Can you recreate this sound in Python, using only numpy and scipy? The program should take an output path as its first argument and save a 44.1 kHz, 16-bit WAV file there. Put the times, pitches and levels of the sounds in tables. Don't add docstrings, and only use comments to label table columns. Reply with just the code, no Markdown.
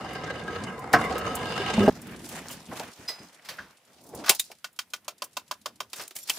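import sys
import numpy as np
from scipy import signal
from scipy.fft import rfft, irfft, next_fast_len
from scipy.io import wavfile

SR = 44100
rng = np.random.default_rng(int(sys.argv[2]) if len(sys.argv) > 2 else 0)


def dump_mix(stems):
    frames = np.atleast_2d(stems).T
    limited = np.clip(frames, -1, 1)
    pcm = np.round(limited * 32767).astype(np.int16)
    wavfile.write(sys.argv[1], SR, pcm)


N = 281358
CLOSE_START = round(1.8995 * SR)
BLOW_WIDTH = .52

# t/s, rolling level/dB, rattle level/dB, grit level/dB, most shaken f/Hz
ROLL_IN = [(0.0, -37, -46, -57.5, 1270), (0.2, -37, -46.5, -59.5, 1600), (0.6, -36.5, -46, -56.5, 1600),
           (0.74, -37, -53, -58, 1600), (0.9, -40.5, -58.5, -61, 1100), (1.0, -29, -45, -48, 1100),
           (1.15, -31, -43, -53, 1100), (1.2, -33.5, -44.5, -55, 1270), (1.34, -33.5, -42, -50.5, 1270),
           (1.42, -33, -42.5, -51, 1600), (1.52, -34.5, -38.5, -50, 1600), (1.71, -32.5, -35, -51, 1600),
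           (1.8, -30, -36, -47, 1600), (1.9, -35, -46.5, -50, 1600)]
# f/Hz, width/Hz, level/dB
FRAME_MODES = [(459.3, 66, -0.5), (744, 62, -3), (1018, 29, -4), (1100, 40, -6.5), (1275, 35, -2.5),
               (1612, 40, -6), (2078, 160, -11.5), (2803, 60, -11), (2974, 68, -12.5), (3592, 80, -18.5),
               (3840, 50, -20.5), (4315, 140, -23), (4834, 190, -22), (5230, 70, -24), (6240, 207, -27)]
# f/Hz, level/dB
LOW_FRAME_NOISE = [(180, -49.5), (300, -18), (467, -0.5), (1100, -7.5), (1600, -9), (2500, -29),
                   (3250, -54), (5500, -120)]
HIGH_FRAME_NOISE = [(1350, -33.5), (2300, -5.5), (2930, 0), (3210, -6), (6000, -19), (7800, -36),
                    (13200, -120)]
# f/Hz, level/dB
RUMBLE_SPECTRUM = [(15, -37.5), (40, -23.5), (60, -2), (92, -0.5), (134, -3.5), (162, 6.5), (260, 0.5),
                   (328, -3.5), (400, -5.5), (520, -27.5), (880, -120)]
GRIT_SPECTRUM = [(2940, -40.5), (5000, -17), (7000, -10.5), (9330, -13), (12000, -23), (14300, -24.5),
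                 (19000, -21.5)]
# t/s, clatter level/dB, step up per band/dB, thump level/dB, t60/s
EDGE_BUMPS = [(0.929, -35, 10, -73, 0.16), (0.934, -32.5, -14.5, -33.5, 0.19),
              (1.777, -67.5, -12.5, -36, 0.43), (1.803, -59.5, -7.5, -41, 0.22),
              (1.83, -47, 0, -36.5, 0.36), (1.848, -62, -12.5, -47, 0.11), (1.877, -47.5, 3, -25, 0.41),
              (1.885, -58, -13.5, -29.5, 0.24)]
HANDLE_CLANKS = [(2.289, -55, 12, -62, 0.11), (2.4845, -57, 12, -82, 0.18), (2.508, -54, 16, -80, .13),
                 (2.524, -50, 9, -74, 0.15), (2.712, -64.5, -21.5, -51, 0.17),
                 (2.7965, -45.5, -1.5, -44, 0.061), (3.083, -42.5, 2.5, -51.5, 0.24),
                 (3.446, -55, 1.5, -87, 0.6), (3.486, -40.5, 0.5, -81, 0.19),
                 (3.583, -55.5, -6.5, -84, 0.4), (4.238, -46.5, -5, -75, 0.3), (4.259, -39, 0.5, -67, 0.21),
                 (4.279, -35, -4, -56, 0.16), (4.2936, -22, 8, -36.5, .11), (4.348, -51.5, 16, -63, 0.064),
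                 (4.3955, -38, 14, -70, 0.091), (4.515, -53.5, 2.5, -64, 0.089),
                 (5.931, -44.5, 4.5, -55, .1), (5.957, -55.5, 13, -73, 0.24), (5.994, -45, -3.5, -47, 0.22),
                 (6.01, -49.5, 11, -58, 0.12), (6.078, -58, 18.5, -80, 0.035), (6.108, -56.5, 4, -63, 0.11),
                 (6.152, -57, 18, -81, 0.32), (6.163, -47, 12, -68, 0.074), (6.187, -55, 14, -75, .04),
                 (6.273, -49, 9.5, -69, 0.14), (6.286, -42.5, 4.5, -65, 0.16),
                 (6.297, -33.5, 7.5, -54, 0.093)]
# f/Hz, level/dB, t60/s
BOARD_MODES = [(104, -13.5, 0.057), (232, -0.5, .06), (386, -1.5, 0.03), (584, -3.5, 0.015)]
# t/s, level/dB, f/Hz, t60/s
BOARD_BOOMS = [(.937, -19, 455, .12), (.94, -18, 720, .16), (.938, -17, 1085, 0.16), (.937, -18, 1310, .1),
               (.938, -14, 1540, .1), (.936, -21, 1760, .06), (.938, -20, 290, .15),
               (1.779, -15.5, 205, 0.65), (1.6, -22.5, 400, .1), (1.779, -23, 850, .06),
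               (1.743, -26.5, 215, .3), (1.8, -28, 102, 0.65), (1.803, -21, 396, 0.47),
               (1.879, -13.5, 280, 0.43), (1.879, -11.5, 642, .07), (1.878, -17, 820, .06),
               (2.1, -16, 760, .08), (1.879, -18, 407, .2)]
# t/s, knock level/dB, its low notes/dB, steel level/dB, knock f/Hz, steel f/Hz,
# wait until the handle is back/s
PUMP_STROKES = [(4.643, -33, -4, -40, 1400, 3000, 0.118), (4.789, -30.5, -11, -34.5, 1360, 3000, 0.112),
                (4.935, -31, -4.5, -36, 1330, 2880, 0.11), (5.08, -30.5, 1.5, -37.5, 1010, 2800, 0.1),
                (5.22, -28.5, 2.5, -38.5, 1010, 3520, 0.11), (5.368, -27, -1, -36, 1000, 3330, .11),
                (5.511, -26.5, -4, -37, 1050, 3140, .102), (5.658, -27.5, 2.5, -38, 1070, 3200, 0.098),
                (5.803, -28, 1.5, -39, 1040, 3170, 0.095)]
# f/Hz, level/dB, t60/s
HOLLOW_MODES = [(602, -10.5, 0.053), (706, -13, 0.043), (866, -6.5, .03), (1011, -2, .045),
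                (1103, -4.5, 0.049), (1200, 1.5, .035), (1464, 2.5, 0.044)]
STEEL_MODES = [(2400, -6.5, 0.036), (2703, -2, .035), (3150, -1.5, .035), (3494, -6.5, 0.028),
               (3740, -4.5, .045), (4080, -8, 0.027), (4520, -3, 0.034), (4700, -1, 0.033), (5080, 0, 0.04),
               (5490, -3.5, .035), (6640, 2.5, 0.034), (7600, -5, 0.044), (8170, -6, .04), (9400, -7, .03),
               (10220, -8, .035), (11600, -3, .03), (13500, -8, .025), (14900, -7, .035)]
HANDLE_MODES = [(7100, -3.5, .07), (7560, -8, .08), (8146, -2.5, .07), (8450, -7.5, .07), (10420, -5, .07),
                (10650, -12.5, .1), (11700, -21.5, .1), (13700, -9, .08), (13880, -8.5, .08),
                (14650, -9.5, .08), (14900, -4, .075)]
LEVER_MODES = [(1997, -17, 0.11), (3370, -20, .1), (3920, -12, 0.11), (4110, -12, 0.15), (4780, -16, .06),
               (4925, -9, 0.1), (5015, 1.5, 0.11), (5010, -19, 0.38), (5000, -4, 0.091), (5935, -10, 0.093),
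               (7965, -14, .07)]
# t/s, level/dB, contact time/s
LEVER_NUDGES = [(3.077, -22, 0.012), (3.108, -32, .004), (3.132, -42, .004), (3.188, -46.5, .005)]
# t/s, level/dB, f/Hz, t60/s
PITCHED_KNOCKS = [(2.4, -46, 240, 0.11), (2.72, -39.5, 770, 0.15), (2.725, -41, 210, 0.14),
                  (3.2, -49, 150, 0.18), (4.134, -40, 450, 0.17), (4.5, -48.5, 540, 0.11),
                  (2.8, -36.5, 690, 0.14), (3.1, -46.5, 570, 0.099), (3.584, -34, 1610, 0.091),
                  (6.3, -28.5, 2520, 0.036), (6.299, -21.5, 3090, 0.027), (2.5, -46, 2950, 0.18),
                  (4.3, -33, 780, 0.13), (4.316, -35.5, 820, .08), (4.315, -32.5, 2700, .06),
                  (4.268, -38, 1200, .08), (4.394, -20.5, 3760, 0.044)]
# t/s, level/dB, lowest f/Hz, highest f/Hz
HARD_CRACKS = [(2.485, -26.5, 4020, 8800), (2.7974, -24.5, 3510, 9900), (4.2943, 2, 2520, 14900),
               (4.395, -15, 2480, 15100), (6.2968, -12, 1980, 9000)]
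# t/s, level/dB, f/Hz
BRIGHT_TICKS = [(.131, -50.5, 7000), (.385, -59, 4500), (.435, -55, 4200), (.79, -51, 8000),
                (1.045, -47, 8000), (1.853, -48, 9000), (0.2393, -45.5, 3120), (0.636, -42.5, 4050),
                (1.122, -44, 3220), (1.18, -38.5, 7600), (1.3513, -31, 11500), (1.52, -52, 3300),
                (1.6, -59, 3300), (1.702, -43, 3780), (1.736, -35.5, 3720), (2.0157, -44.5, 10600),
                (2.252, -46.5, 5800), (2.068, -51, 9500), (2.109, -53, 10500), (2.16, -51, 5000),
                (2.19, -55, 5000), (2.876, -53, 5000), (2.928, -54, 5000), (3.328, -59, 5300),
                (3.345, -55, 5200), (3.42, -64, 5000), (3.93, -62.5, 5300), (2.66, -52, 4400),
                (3.77, -60, 4900), (3.85, -63, 5200), (4.009, -63, 8700), (4.0367, -54, 10600),
                (4.0647, -54, 7360), (4.088, -50.5, 9330), (4.148, -41, 10100), (4.446, -49.5, 8500),
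                (4.728, -59, 13000), (5.239, -37.5, 10100)]
# t/s, length/s, level/dB
JOINT_SQUEAKS = [(6.194, .048, -46.5), (6.322, 0.05, -44)]
# f/Hz, width/Hz, level/dB
JOINT_MODES = [(3470, 77, -16), (5750, 94, -2), (7300, 72, 3), (9100, 400, -8), (9990, 54, -12),
               (11700, 320, 0), (12300, 41, -7)]
# t/s, rumble level/dB, scuff level/dB, rustle level/dB
TO_AND_FRO = [(1.9, -44, -48.5, -54.5), (1.99, -46, -49.5, -53), (2.14, -42.5, -46, -55.5),
              (2.25, -46, -50.5, -48.5), (2.37, -46, -39.5, -43.5), (2.45, -51, -47.5, -50.5),
              (2.56, -47.5, -49.5, -52), (2.65, -55, -56, -55), (2.8, -55, -40, -43.5),
              (2.89, -49.5, -48, -56), (2.93, -93, -54.5, -52), (3.05, -82, -52, -54),
              (3.33, -93, -57.5, -59), (3.41, -102, -58, -66), (3.5, -59.5, -51.5, -57),
              (3.7, -100, -59.5, -65), (3.86, -74, -67.5, -72.5), (4.07, -59.5, -64, -59.5),
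              (4.21, -42.5, -54.5, -53.5), (4.26, -61, -54, -64), (4.35, -67, -63, -45),
              (4.57, -75, -76, -63.5), (4.75, -73.5, -71, -91.5), (5.3, -70, -70, -70),
              (5.88, -64.5, -69.5, -73), (5.92, -79, -66, -63), (6.0, -81, -40.5, -40),
              (6.13, -92.5, -77, -64), (6.165, -84.5, -49, -57), (6.22, -71, -66.5, -57),
              (6.38, -81, -47.5, -42.5)]
# f/Hz, level/dB
SCUFF_SPECTRUM = [(88, -24), (150, -6), (408, -9.5), (673, -2), (802, -6.5), (1170, -7.5), (2180, -9),
                  (3800, -15.5), (4940, -50), (8360, -120)]
RUSTLE_SPECTRUM = [(1650, 38.5), (2800, -34.5), (3290, 2.5), (5680, 5), (11500, -3.5), (13800, -1.5),
                   (15500, 14), (16300, -40)]
# t/s, level/dB
FOOTSTEPS = [(2.685, -35), (2.986, -42.5), (3.198, -50), (3.59, -46.5)]
# f/Hz, level/dB
HUSH_SPECTRUM = [(15, -10.5), (25, -21.5), (80, -23), (665, -13.5), (826, -20.5), (1210, -19),
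                 (1860, -16.5), (3040, -15), (6670, -20), (14600, -14.5), (16300, -31)]
# lowest f/Hz, highest f/Hz
BLOW_BANDS = [(80, 600), (600, 2000), (2000, 6000), (6000, 16000)]
# f/Hz, likeness (1 = the same)
STEREO_LIKENESS = [(60, 0.99), (240, 0.96), (950, 0.87), (3770, 0.31), (15000, 0.026)]


def rolling_truck():
    rolling_db, rattle_db, grit_db, shaken_hz = (curve[:CLOSE_START] for curve in curves(ROLL_IN))
    count = CLOSE_START
    shake = grainy(per_s=300, depth=.6, count=count) * from_db(drift(12, count))
    rumble_db = -39.5 + .79 * (rolling_db - rolling_db.mean())
    out = from_db(rumble_db) * coloured(noise_pair(count), RUMBLE_SPECTRUM, flicker_db=3)
    out += from_db(grit_db) * coloured(shake, GRIT_SPECTRUM, flicker_db=-.5)
    for level_db, modes, spectrum in ((rolling_db, FRAME_MODES[:7], LOW_FRAME_NOISE),
                                      (rattle_db, FRAME_MODES[7:], HIGH_FRAME_NOISE)):
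        ringing = 0
        for hz, width, db in modes:
            lift_db = 8 * np.exp(-(np.log2(hz / shaken_hz) / .066) ** 2)
            mode = resonate(resonate(shake, hz, 1.5 * width), hz, 1.5 * width)
            ringing += from_db(db + lift_db + 3 * drift(7, count)) * stereo(mode, hz)
        between = coloured(shake[::-1], spectrum, flicker_db=2)
        out += from_db(level_db) * normalise(normalise(ringing) + from_db(-3) * between)
    return out


def edge_bumps():
    fork_modes = [(hz, db, np.log(1000) / np.pi / width) for hz, width, db in FRAME_MODES[1:]]
    return blows(EDGE_BUMPS, BOARD_MODES + fork_modes, ring_db=[9, -.5, -5, -1.5],
                 middle_db=6, rise_s=.0049, t60_ratio=.83)


def board_booms():
    start_s, db, hz, t60 = np.array(BOARD_BOOMS).T[:, :, None]
    age = np.maximum(np.arange(CLOSE_START) / SR - start_s, 0)
    return (from_db(db - 60 * age / t60) * np.sin(2 * np.pi * hz * age)).sum(axis=0)


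def pump():
    out = np.zeros((2, N))
    for start_s, knock_db, low_db, steel_db, knock_hz, steel_hz, _ in PUMP_STROKES:
        hollow = [(hz, db + (low_db if hz < 800 else -30 * abs(np.log2(hz / knock_hz))), t60)
                  for hz, db, t60 in HOLLOW_MODES]
        steel = [(hz, db - 9 * abs(np.log2(hz / steel_hz)), t60) for hz, db, t60 in STEEL_MODES]
        knock = from_db(5.5) * struck(hollow, rise_s=.0023, scatter_db=1.5)
        knock += from_db(-12) * stereo_band(burst(.098, .0062, 6000), .6 * knock_hz, 1.59 * knock_hz)
        knock += from_db(low_db - 24) * stereo_band(burst(.16, .008, 6000), 238, 660)
        contact = burst(t60=.1, rise_s=.0017, count=6000)
        clack, tick = (from_db(-2) * stereo_band(contact, *edges) for edges in BLOW_BANDS[2:])
        clack += from_db(11) * struck(steel, rise_s=.0014, scatter_db=2.5)
        add(out, start_s, from_db(knock_db) * knock + from_db(steel_db) * (clack + from_db(-2) * tick))
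        add(out, start_s + .042, from_db(knock_db - 25) * knock)
        add(out, start_s + .026, from_db(steel_db - 22.5) * (clack + tick)[::-1])
    return out


def handle_clanks():
    modes = BOARD_MODES[2:] + HOLLOW_MODES + within(STEEL_MODES, *BLOW_BANDS[2]) + HANDLE_MODES
    clanks = blows(HANDLE_CLANKS, modes, ring_db=[-2, -19, -15.5, -16],
                   middle_db=3.5, rise_s=.0055, t60_ratio=.93, hard_below_s=.115)
    return filtered(clanks, "high", 220)


def knocks():
    out = np.zeros((2, N))
    width_hz = 260
    for start_s, db, hz, t60 in PITCHED_KNOCKS:
        contact = burst(t60, rise_s=.00099, crack=0)
        ringing = resonate(resonate(contact, hz, width_hz), hz, 2 * width_hz)
        add(out, start_s, from_db(db) * stereo(ringing, hz) * np.sqrt(SR / width_hz))
    return out


def cracks():
    out = np.zeros((2, N))
    click = np.zeros((2, 400))
    click[0, 0] = SR / 2
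    for start_s, db, low_hz, high_hz in HARD_CRACKS:
        add(out, start_s, from_db(db) * stereo_band(click, low_hz, high_hz) / (high_hz - low_hz))
    return out


def lever():
    out = np.zeros((2, N))
    for start_s, db, contact_s in LEVER_NUDGES:
        nudge = burst(t60=8 * contact_s, rise_s=contact_s, count=14000, crack=0)
        rough = ring_modes(nudge, LEVER_MODES, scatter_db=-1.5)
        clear = struck(LEVER_MODES, contact_s, scatter_db=-.5, count=14000)
        add(out, start_s, from_db(db) * (clear + from_db(-3.5) * rough))
    return out


def ticks():
    out = np.zeros((2, N))
    handle_returns = [(start_s + wait_s, -57.5, 5570) for start_s, *_, wait_s in PUMP_STROKES]
    for start_s, db, hz in BRIGHT_TICKS + handle_returns:
        snap = burst(t60=.082, rise_s=.0029, count=4400)
        add(out, start_s, from_db(db) * stereo_band(snap, .533 * hz, min(2.25 * hz, .45 * SR)))
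    return out


def squeaks():
    out = np.zeros((2, N))
    for start_s, length_s, level_db in JOINT_SQUEAKS:
        slips = grainy(per_s=200, depth=.9, count=round(length_s * SR))
        slips = np.pad(slips, ((0, 0), (0, 900)))
        ringing = sum(from_db(db) * stereo(resonate(slips, hz, width), hz)
                      for hz, width, db in JOINT_MODES)
        add(out, start_s, from_db(level_db) * normalise(ringing))
    return out


def scrape():
    t = np.arange(N) / SR
    full_s, end_s = 4.194, 4.24
    level_db = -43 - 99 * np.maximum(full_s - t, 0) - 600 * np.maximum(t - end_s, 0)
    return from_db(level_db) * stereo_band(grainy(per_s=200, depth=.16, count=N), 200, 880)


def pushing_to_and_fro():
    count = N - CLOSE_START
    rumble, scuff, rustle = from_db(curves(TO_AND_FRO))[:, CLOSE_START:]
    unsteady = from_db(2 * drift(14, count))
    rubbing = grainy(per_s=150, depth=.3, count=count) * unsteady
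    crinkling = grainy(per_s=150, depth=.45, count=count) * unsteady
    layers = [(rumble + footstep_gain()[CLOSE_START:], noise_pair(count), RUMBLE_SPECTRUM),
              (scuff, rubbing, SCUFF_SPECTRUM),
              (rustle, crinkling, RUSTLE_SPECTRUM)]
    return sum(gain * coloured(noise, spectrum, flicker_db=2) for gain, noise, spectrum in layers)


def footstep_gain(rise_s=.013, t60=.29):
    start_s, db = np.array(FOOTSTEPS).T[:, :, None]
    age = np.maximum(np.arange(N) / SR - start_s, 0)
    return (from_db(db - 60 * age / t60) * (1 - np.exp(-age / rise_s))).sum(axis=0)


def room_hush():
    return from_db(-68) * coloured(noise_pair(N - CLOSE_START), HUSH_SPECTRUM, flicker_db=2)


def with_echo(x, t60=.14, wall_cut_hz=9000):
    size = next_fast_len(x.shape[1] + SR)
    hz = np.arange(size // 2 + 1) * SR / size
    trip_s = rng.uniform(.012, .035, (2, 6, 1))
    one_trip = from_db(-60 * trip_s / t60) / (1 + 1j * hz / wall_cut_hz)
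    one_trip *= np.exp(-2j * np.pi * hz * trip_s)
    all_trips = (one_trip / (1 - one_trip)).sum(axis=1)
    echoes = irfft(rfft(x.mean(axis=0), size) * all_trips, size)
    return x + from_db(-22) * echoes[:, :x.shape[1]]


def blows(rows, modes, ring_db, middle_db, rise_s, t60_ratio, hard_below_s=0):
    out = np.zeros((2, N))
    for start_s, db, bright_db, thump_db, t60 in rows:
        levels_db = thump_db, db - bright_db, db + middle_db, db + bright_db
        contact_s = .0007 if t60 < hard_below_s else rise_s
        for k, (level_db, edges) in enumerate(zip(levels_db, BLOW_BANDS)):
            clatter = burst(t60 * t60_ratio ** k, contact_s, crack=2.27 if k else 1.2)
            ringing = ring_modes(filtered(clatter, "band", edges), within(modes, *edges), scatter_db=3)
            blow = stereo_band(clatter, *edges) + from_db(ring_db[k]) * ringing
            add(out, start_s, from_db(level_db) * blow)
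    return out


def struck(modes, rise_s, scatter_db, count=6000):
    t = np.arange(count) / SR
    out = 0
    for (hz, db, t60), (chance, *phases) in zip(modes, rng.standard_normal((30, 3))):
        envelope = from_db(db + scatter_db * chance - 60 * t / t60) * (1 - np.exp(-t / rise_s))
        tones = np.sin(2 * np.pi * (hz * t + np.array(phases)[:, None]))
        out += envelope * stereo(tones * [[1], [BLOW_WIDTH]], hz)
    return out


def ring_modes(noise, modes, scatter_db):
    out = 0
    for (hz, db, t60), chance in zip(modes, rng.standard_normal(30)):
        ringing = resonate(noise, hz, width_hz=np.log(1000) / np.pi / t60)
        out += from_db(db + scatter_db * chance) * stereo(ringing, hz) * np.sqrt(SR * t60 / 7)
    return out


def burst(t60, rise_s, count=9000, crack=3.2):
    t = np.arange(count) / SR
    envelope = (1 - np.exp(-t / rise_s)) * from_db(-60 * t / t60) * (1 + crack * np.exp(-t / .0075))
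    return noise_pair(count) * envelope * [[1], [BLOW_WIDTH]]


def grainy(per_s, depth, count):
    hits = (rng.random(count) < per_s / SR) * rng.exponential(1, count)
    grains = normalise(signal.lfilter([1], [1, -.99], hits))
    return noise_pair(count) * normalise(1 + depth * grains)


def coloured(noise, spectrum, flicker_db):
    points_hz, points_db = np.transpose(spectrum)
    edges = 15 * 2 ** np.arange(0, 10.6, .5)
    out = 0
    for k, (low, high) in enumerate(zip(edges, edges[1:])):
        hz = np.sqrt(low * high)
        if points_hz[0] < hz < points_hz[-1]:
            level_db = np.interp(np.log(hz), np.log(points_hz), points_db)
            gain = from_db(level_db + flicker_db * drift(5.3, noise.shape[1]))
            sign = (-1) ** k
            out += sign * gain * stereo(filtered(noise, "band", [low, high]), hz)
    return normalise(out)


def drift(rate_hz, count):
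    pole = np.exp(-80 * np.pi * rate_hz / SR)
    noise = rng.standard_normal(count // 40 + 2002)
    slow = signal.lfilter([1], [1, -2 * pole, pole * pole], noise)[2000:]
    return np.interp(np.arange(count) / 40, np.arange(len(slow)), normalise(slow))


def noise_pair(count):
    return rng.standard_normal((2, count))


def stereo(pair, hz):
    points_hz, likeness = np.transpose(STEREO_LIKENESS)
    alike = np.interp(np.log(hz), np.log(points_hz), likeness)
    return np.sqrt((1 + alike) / 2) * pair[0] + np.sqrt((1 - alike) / 2) * pair[1] * [[1], [-1]]


def stereo_band(noise, low_hz, high_hz):
    band = filtered(noise, "band", [low_hz, high_hz], order=4)
    return stereo(band, np.sqrt(low_hz * high_hz)) * np.sqrt(SR / 2 / (high_hz - low_hz))


def resonate(x, hz, width_hz):
    r = np.exp(-np.pi * width_hz / SR)
    gain = (1 - r * r) / 2
    return signal.lfilter([gain, 0, -gain], [1, -2 * r * np.cos(2 * np.pi * hz / SR), r * r], x)


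def filtered(x, kind, hz, order=2):
    return signal.sosfilt(signal.butter(order, hz, kind, fs=SR, output="sos"), x)


def within(modes, low_hz, high_hz):
    return [mode for mode in modes if low_hz <= mode[0] < high_hz]


def curves(rows):
    times, *columns = np.transpose(rows)
    return [np.interp(np.arange(N) / SR, times, column) for column in columns]


def add(out, start_s, sound):
    at = round(start_s * SR)
    out[:, at:at + sound.shape[1]] += sound[:, :N - at]


def from_db(db):
    return 10 ** (np.asarray(db) / 20)


def normalise(x):
    return x / np.sqrt(np.mean(x ** 2) + 1e-20)


def scene():
    bumps, clanks = edge_bumps(), handle_clanks()
    far = rolling_truck() + with_echo(bumps[:, :CLOSE_START] + board_booms())
    far *= np.minimum(np.arange(CLOSE_START)[::-1] / SR / .0015, 1)
    close = pushing_to_and_fro() + room_hush()
    handling = clanks + knocks() + cracks() + scrape() + pump() + lever() + squeaks()
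    close += with_echo(handling[:, CLOSE_START:])
    balance = from_db([[-.25], [.25]])
    return (np.hstack([far, close]) + ticks()) * balance


def record(dry):
    heard = filtered(dry, "high", 45)
    heard -= .35 * resonate(heard, hz=12800, width_hz=3500)
    rounded = 1.2 * np.tanh(heard / 1.2)
    return signal.sosfilt(signal.cheby2(12, 70, 16700, fs=SR, output="sos"), rounded)


dry = scene()
out = record(dry)
dump_mix(out)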